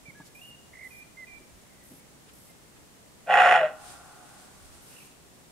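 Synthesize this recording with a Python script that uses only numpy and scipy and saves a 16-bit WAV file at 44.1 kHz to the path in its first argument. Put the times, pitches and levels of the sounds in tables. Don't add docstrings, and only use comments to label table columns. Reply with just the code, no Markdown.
import sys
import numpy as np
from scipy import signal
from scipy.fft import rfft, irfft
from scipy.io import wavfile
from scipy.ndimage import uniform_filter1d

SR = 44100
rng = np.random.default_rng(int(sys.argv[2]) if len(sys.argv) > 2 else 0)


def inscribe(sig):
    pcm = np.round(np.clip(np.atleast_2d(sig).T, -1, 1) * 32767)
    wavfile.write(sys.argv[1], SR, pcm.astype(np.int16))


N = 242991
TIME = np.arange(N) / SR


def from_db(db):
    return 10 ** (np.asarray(db) / 20)


def rms_one(x):
    return x / np.sqrt(np.mean(x ** 2) + 1e-20)


def in_time(rows):
    s, *columns = np.transpose(rows)
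    return [np.interp(TIME, s, c) for c in columns]


def since(s):
    return np.maximum(TIME - s, 0)


def during(start, end, fade):
    return np.clip(np.minimum(TIME - start, end - TIME) / fade, 0, 1)


def hump(s, width):
    return np.exp(-.5 * np.minimum(((TIME - s) / width) ** 2, 100))


def later(x, delay):
    return np.interp(TIME - delay, TIME, x)


def at_hz(points, hz):
    points = np.array(points)
    return np.interp(np.log(hz + 1e-3), np.log(points[:, 0]), points[:, 1])


def coloured(x, spectrum):
    size = 8192
    level_db = at_hz(spectrum, np.arange(size // 2 + 1) * SR / size)
    cepstrum = irfft(np.log(from_db(level_db)))
    cepstrum[1:size // 2] *= 2
    cepstrum[size // 2 + 1:] = 0
    impulse = irfft(np.exp(rfft(cepstrum)))
    return signal.oaconvolve(x, impulse)[:N]


def band(x, low_hz, high_hz, order=2):
    edges = [low_hz, min(high_hz, .45 * SR)]
    sos = signal.butter(order, edges, "band", fs=SR, output="sos")
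    return signal.sosfilt(sos, x + 1e-18)


def resonate(x, hz, width_hz):
    r = np.exp(-np.pi * width_hz / SR)
    feedback = [1, -2 * r * np.cos(2 * np.pi * hz / SR), r * r]
    return signal.lfilter([(1 - r * r) / 2, 0, (r * r - 1) / 2], feedback, x + 1e-18)


def glide(x, hz, width_hz):
    turn = np.exp(2j * np.pi * np.cumsum(hz) / SR)
    sos = signal.butter(2, width_hz / 2, fs=SR, output="sos")
    return 2 * np.real(turn * signal.sosfilt(sos, x / turn))


def drift(rate):
    return rms_one(np.interp(TIME * rate, np.arange(8192), rng.standard_normal(8192)))


def evened(x, window_s):
    size = max(int(window_s * SR), 8)
    power = uniform_filter1d(uniform_filter1d(x * x, size), size)
    return x / np.sqrt(np.abs(power) + 1e-12)


# (f/Hz, correlation 0-1)
AIR_LIKENESS = [(60, 0), (130, 0.39), (290, .26), (640, 0.26), (1410, 0)]


def stereo_noise(spectrum):
    alike = [(hz, np.clip(c, 0, .95)) for hz, c in AIR_LIKENESS]
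    mid = coloured(rng.standard_normal(N), [(hz, 10 * np.log10(1 + c)) for hz, c in alike])
    side = coloured(rng.standard_normal(N), [(hz, 10 * np.log10(1 - c)) for hz, c in alike])
    return rms_one(np.array([coloured(mid + side, spectrum), coloured(mid - side, spectrum)]))


def trees(x, t60, build_s, alike):
    alike = np.clip(alike, 0, 1)
    shared, *own = rng.standard_normal((3, N))
    noise = np.sqrt(alike) * shared + np.sqrt(1 - alike) * np.array(own)
    echoes = noise * from_db(-60 * TIME / t60) * (1 - np.exp(-TIME / build_s))
    return signal.fftconvolve(x[None], rms_one(echoes) / np.sqrt(N), axes=1)[:, :N]


# (f/Hz, level/dB per Hz)
AIR = [(41, -28), (70, -4.5), (92, -9), (123, -1.5), (198, -3), (304, -5), (447, -8), (586, -9),
       (1480, -16), (2030, -15.5), (2270, -17.5), (4900, -20), (8250, -17.5), (15500, -28.5)]
AIR_DB = -54.5
# (t/s, level/dB)
PUFFS = [(.08, -69), (1.38, -67), (1.52, -64), (3.85, -68), (4.02, -76), (4.68, -56.5), (4.85, -71)]
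PUFF_WIDTH_S, RUMBLE_DB = .06, -67
# (f/Hz, level/dB per Hz)
RUMBLE_COLOUR = [(20, -6.5), (55, 5), (90, -1), (160, -35)]


def still_air():
    rumble = from_db(RUMBLE_DB) + sum(from_db(db) * hump(s, PUFF_WIDTH_S) for s, db in PUFFS)
    return from_db(AIR_DB) * stereo_noise(AIR) + rumble * stereo_noise(RUMBLE_COLOUR)


# (f/Hz, left-right level/dB, left lead/rad)
BIRD_PATH = [(1700, -1, .3), (2030, -5, .05), (2260, -10, 1.84), (2900, -1, 1.1)]
NOTE_RAMP_S = 0.0044
BUZZ_HZ, BUZZ_S, BUZZ_LOSS_DB = 52.6, 0.14, 5


def whistle(start, length, db, start_hz, middle_hz, end_hz, buzz, swell_db):
    on = (TIME >= start) & (TIME <= start + length)
    age = TIME[on] - start
    depth = np.clip(buzz * (1 - (age / BUZZ_S) ** 2), 0, 1)
    stutter = -depth * np.cos(2 * np.pi * BUZZ_HZ * age)
    arc = np.polyfit([0, .5, 1], [start_hz, middle_hz, end_hz], 2)
    arc_hz = np.polyval(arc, age / length)
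    hz = arc_hz * (1 + .02 * stutter + (.005 + .055 * depth) * drift(500)[on])
    path_hz, pan_db, lead = np.transpose(BIRD_PATH)
    sides = np.array([[.5], [-.5]])
    pan = sides * np.interp(arc_hz, path_hz, pan_db)
    phase = 2 * np.pi * np.cumsum(hz) / SR + sides * np.interp(arc_hz, path_hz, lead)
    gain = (1 + stutter) * from_db(db + swell_db * (age / length - .5) - BUZZ_LOSS_DB * depth + pan)
    out = np.zeros((2, N))
    out[:, on] = np.sqrt(2) * gain * np.sin(phase)
    return out * during(start, start + length, NOTE_RAMP_S)


# (start t/s, length t/s, level/dB, start f/Hz, middle f/Hz, end f/Hz, buzz 0-1, swell level/dB)
NOTES = [(.053, 0.059, -51, 2303, 2320, 2060, 0.1, 4.5), (0.146, 0.08, -56, 1650, 1686, 1650, 0, 7),
         (.348, 0.054, -54, 2390, 2410, 2620, 0.15, -7), (0.411, 0.149, -53, 2800, 2842, 2750, .2, -8),
         (.729, 0.15, -47.5, 1960, 2074, 1995, 0.77, 9), (0.904, 0.13, -53, 2490, 2380, 2435, .1, 4.5),
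         (1.168, 0.081, -47, 2080, 2067, 1975, 0, 4), (1.267, .122, -52, 2414, 2356, 2354, 0, 1)]
# (start t/s, length t/s, level/dB, start f/Hz, middle f/Hz, end f/Hz, buzz 0-1, swell level/dB)
FAR_NOTES = [(1.659, 0.18, -69.5, 2100, 2060, 1910, 0.6, 1), (1.969, 0.053, -70, 2240, 2240, 2200, 0.3, 4),
             (2.485, 0.026, -66.5, 2080, 2090, 2070, 0.1, 0), (4.901, 0.051, -61, 2770, 2610, 2680, 0.9, 0),
             (4.959, 0.078, -55.5, 2760, 2615, 2535, 0.98, -5)]


def birds(flutter_db, echo_db, far_echo_db):
    song = from_db(flutter_db * drift(46.15)) * sum(whistle(*note) for note in NOTES)
    far = sum(whistle(*note) for note in FAR_NOTES)
    scattered = from_db(echo_db) * coloured(song.mean(axis=0), [(2050, -1.0), (2400, 3.0), (2800, 6)])
    scattered = scattered + from_db(far_echo_db) * far.mean(axis=0)
    return song + far + trees(scattered, t60=0.7, build_s=0.0027, alike=0.11)


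# (start t/s, end t/s, level/dB)
FOCUS = [(.345, .508, -59.5), (0.835, 1.008, -59.5), (1.833, 2.004, -58.5), (2.328, 2.52, -59.5),
         (4.819, 5.076, -59)]
# (f/Hz, width f/Hz, relative level/dB)
MOTOR = [(5600, 400, -10), (8900, 800, -4), (10050, 400, 0), (10750, 400, -6), (11450, 500, -1.5),
         (12200, 450, -4.5), (14500, 500, -15)]
# (t/s, peak level/dB, decay t/s, low edge f/Hz, top edge f/Hz)
BUMPS = [(.083, -42, .0052, 92, 237), (.198, -43.5, 0.0065, 129, 296), (0.201, -44.5, 0.0083, 590, 1100),
         (1.402, -48, 0.03, 260, 390), (1.908, -43, 0.026, 153, 345)]


def camera():
    running = sum(from_db(db) * during(start, end, .0044) for start, end, db in FOCUS)
    steps = 1 + .27 * np.sin(2 * np.pi * 60 * TIME)
    friction = steps * rng.standard_normal((2, N))
    whir = rms_one(sum(from_db(db) * resonate(friction, hz, width) for hz, width, db in MOTOR))
    out = running * whir
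    for s, db, decay, low_hz, top_hz in BUMPS:
        knock = rng.standard_normal(N) * (TIME >= s) * np.exp(-np.minimum(since(s) / decay, 40))
        thud = band(knock, low_hz, top_hz)
        out = out + from_db(db) * thud / np.abs(thud).max()
    return out


# (t/s, level/dB, width t/s, centre f/Hz)
BRUSHES = [(.27, -54, .013, 5800), (2.295, -56.5, 0.0099, 1890), (2.505, -68, .01, 1900),
           (2.77, -60, 0.0078, 1890)]
# (f/Hz, level/dB per Hz)
RUSTLE_COLOUR = [(1500, -0.5), (2500, -3.5), (4500, -2.5), (7000, -2.5), (9000, 2), (11500, -8),
                 (15500, -20)]
SWISH_S, SWISH_WIDTH_S, SWISH_DB = 3.9, 0.042, -50.5
HISS_START_S, HISS_END_S, HISS_RAMP_S, HISS_DB = 3.72, 5.17, 0.096, -57


def rustles(waver_db):
    hiss = from_db(HISS_DB + waver_db * drift(20)) * during(HISS_START_S, HISS_END_S, HISS_RAMP_S)
    swish = from_db(SWISH_DB) * hump(SWISH_S, SWISH_WIDTH_S)
    out = (hiss + swish) * stereo_noise(RUSTLE_COLOUR)
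    grain = rng.standard_normal((2, N))
    for s, db, width, hz in BRUSHES:
        out = out + from_db(db) * hump(s, width) * rms_one(band(grain, hz / 2, hz * 2))
    return out


LURCH = 0.58


def lurch(cycles, rough, count=3):
    return 1 + LURCH * rough * np.cos(2 * np.pi * cycles / count)


# (t/s, surge level/dB, slap level/dB)
PUSHES = [(3.29, 5.5, -7.5), (3.3322, 4.5, -1), (3.372, 3, 4.5), (3.4003, 4.5, 4), (3.452, 3, -3),
          (3.5113, 2, 13), (3.5228, 4, 11), (3.5504, 7, -2.5)]


def folds(pitch, rough, jitter, shimmer_db, breath):
    cycles = np.cumsum(pitch * np.exp(jitter * rough * drift(170))) / SR
    shimmer = from_db(shimmer_db * rough * np.clip(drift(140), -1, 1))
    pulses = np.diff(np.floor(cycles), prepend=0) * shimmer
    pulses = pulses * lurch(cycles, rough)
    for s, _, slap_db in PUSHES:
        pulses *= 1 - during(s - .003, s + .003, .001)
        pulses[round(s * SR)] = from_db(slap_db)
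    puffs = .18 + signal.lfilter([1], [1, -np.exp(-1 / (.0028 * SR))], pulses + 1e-18)
    turbulence = rms_one(puffs * rng.standard_normal(N))
    return -pulses + breath * rough * turbulence * np.sqrt(pitch / SR)


BARK_START_S, BARK_FADE_S, BARK_END_S = 3.26, 3.5194, 3.66
ONSET_DB, RELEASE_DB_PER_S = 43, 210
SURGE_S = 0.0064


def effort(level_db, attack_s, fade_db_per_s, surge_share):
    surges = sum(db * since(s) / SURGE_S * np.exp(1 - since(s) / SURGE_S) for s, db, _ in PUSHES)
    attack = ONSET_DB * np.exp(-since(BARK_START_S) / attack_s)
    fall = fade_db_per_s * since(BARK_FADE_S) + RELEASE_DB_PER_S * since(BARK_END_S)
    return (TIME > BARK_START_S) * from_db(level_db + surge_share * surges - attack - fall)


# (t/s, pitch f/Hz, roughness 0-1, lowest throat resonance f/Hz)
LARYNX = [(3.26, 181.4, 0.82, 666), (3.33, 178.2, 0.88, 760), (3.41, 177.6, .94, 776),
          (3.47, 176.3, 0.92, 713), (3.555, 173, .8, 738), (3.605, 158.3, 0.65, 655),
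          (3.68, 155.3, 0.19, 590)]
# (f/Hz, width f/Hz, relative level/dB)
THROAT = [(535, 11, -6.5), (625, 30, -13), (730, 24, -2), (805, 18, -4)]
# (f/Hz, level/dB per Hz)
MOUTH = [(680, -24.5), (1120, -4.5), (1300, -7), (1400, 1), (1620, -1.5), (1800, -5.5), (1930, 1),
         (2090, -8.5), (2330, -15), (2460, -6.5), (2900, -8.5), (3040, -17), (3400, -17), (3800, -27),
         (4080, -26), (4600, -33.5), (5980, -90)]
# (f/Hz, level/dB per Hz)
RASP = [(2470, -31), (4200, 2), (4600, -8), (5310, -2.5), (5660, -8), (6530, -7), (7120, -2), (7510, -4.5),
        (7870, -18.5), (9090, -5), (11700, -18.5), (15000, -43)]
CLEAR_START_S, CLEAR_LENGTH_S, CLEAR_HZ, CLEAR_DB = 3.597, 0.077, 625.3, -18.5


def deer():
    pitch, rough, throat_hz = in_time(LARYNX)
    source = folds(pitch, np.clip(rough, 0, 1), jitter=.11, shimmer_db=2.5, breath=1.76)
    low = glide(source, throat_hz, width_hz=115) + from_db(-24) * band(source, 480, 900, order=3)
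    for hz, width, db in THROAT:
        low = low + from_db(db) * resonate(resonate(source, hz, 2 * width), hz, 2 * width)
    low = evened(band(low, 321, 896, order=6), 0.012)
    throat = band(low, 330, 2700, order=4)
    throat = throat * effort(level_db=-19, attack_s=0.02, fade_db_per_s=83, surge_share=0.87)
    settled = np.sin(np.pi * np.minimum(since(CLEAR_START_S) / CLEAR_LENGTH_S, 1))
    note = from_db(CLEAR_DB) * settled * np.sin(2 * np.pi * CLEAR_HZ * TIME)
    cycles = np.cumsum(pitch * (1 + 0.053 * drift(120))) / SR
    neck = lurch(cycles, rough) * np.sin(2 * np.pi * cycles)
    neck = neck * effort(level_db=-51.5, attack_s=0.0093, fade_db_per_s=8, surge_share=0.23)
    mouth = evened(band(coloured(source, MOUTH), 740, 7500, order=4), 0.018)
    mouth = mouth * effort(level_db=-21.5, attack_s=.028, fade_db_per_s=107.5, surge_share=0.64)
    rasp = evened(coloured(source, RASP), 0.0097)
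    rasp = rasp * effort(level_db=-46.0, attack_s=0.034, fade_db_per_s=149, surge_share=0.99)
    return throat + note + neck, mouth + rasp


# (f/Hz, left-right level/dB)
BARK_SIDE = [(110, 1), (380, -2), (700, 1.8), (1290, -3), (2380, -5.5), (4400, 4), (8120, -2), (15000, 16)]
TRUNK_ECHO_S, TRUNK_ECHO_DB = 0.1, -28
# (f/Hz, level/dB)
NEAR_WOOD = [(450, 3), (650, -1.5), (1100, 7.5), (2000, -2), (4000, 1)]
# (f/Hz, level/dB)
FAR_WOOD = [(200, -21.5), (500, -2.5), (620, -3), (760, 2.5), (1000, 9.5), (1300, 9), (1520, 5),
            (1850, -5.5), (3000, -3.5), (8000, -5)]
# (delay t/s, level/dB)
FAR_ECHOES = [(.45, -7), (.68, -6), (.92, -11.5)]


def bark():
    low, high = deer()
    voice = low + high
    twigs = trees(from_db(-8) * high + from_db(-17) * low, t60=.04, build_s=.0015, alike=1)[0]
    close = np.array([coloured(voice + side * twigs, [(hz, side * db / 2) for hz, db in BARK_SIDE])
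                      for side in (1, -1)])
    undergrowth = from_db(-7) * trees(high, t60=.09, build_s=.003, alike=.7)
    trunk = from_db(TRUNK_ECHO_DB) * later(voice, TRUNK_ECHO_S)
    near = from_db(-15.5) * trees(coloured(voice, NEAR_WOOD), t60=0.36, build_s=0.013, alike=0.58)
    distant = coloured(voice, FAR_WOOD)
    far = from_db(-33.0) * trees(distant, t60=3.6, build_s=0.061, alike=0.62)
    returns = sum(from_db(db) * later(distant, delay) for delay, db in FAR_ECHOES)
    edges = from_db(-38.5) * trees(returns, t60=.6, build_s=.02, alike=.6)
    return close + undergrowth + trunk + near + far + edges


def scene():
    song = birds(flutter_db=0.86, echo_db=-9.0, far_echo_db=1)
    return still_air() + song + camera() + rustles(waver_db=1.4) + bark()


CUTOFF_HZ = 15700


def record(dry):
    sos = signal.ellip(12, .1, 80, CUTOFF_HZ, fs=SR, output="sos")
    return signal.sosfilt(sos, dry)


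dry = scene()
out = record(dry)
inscribe(out)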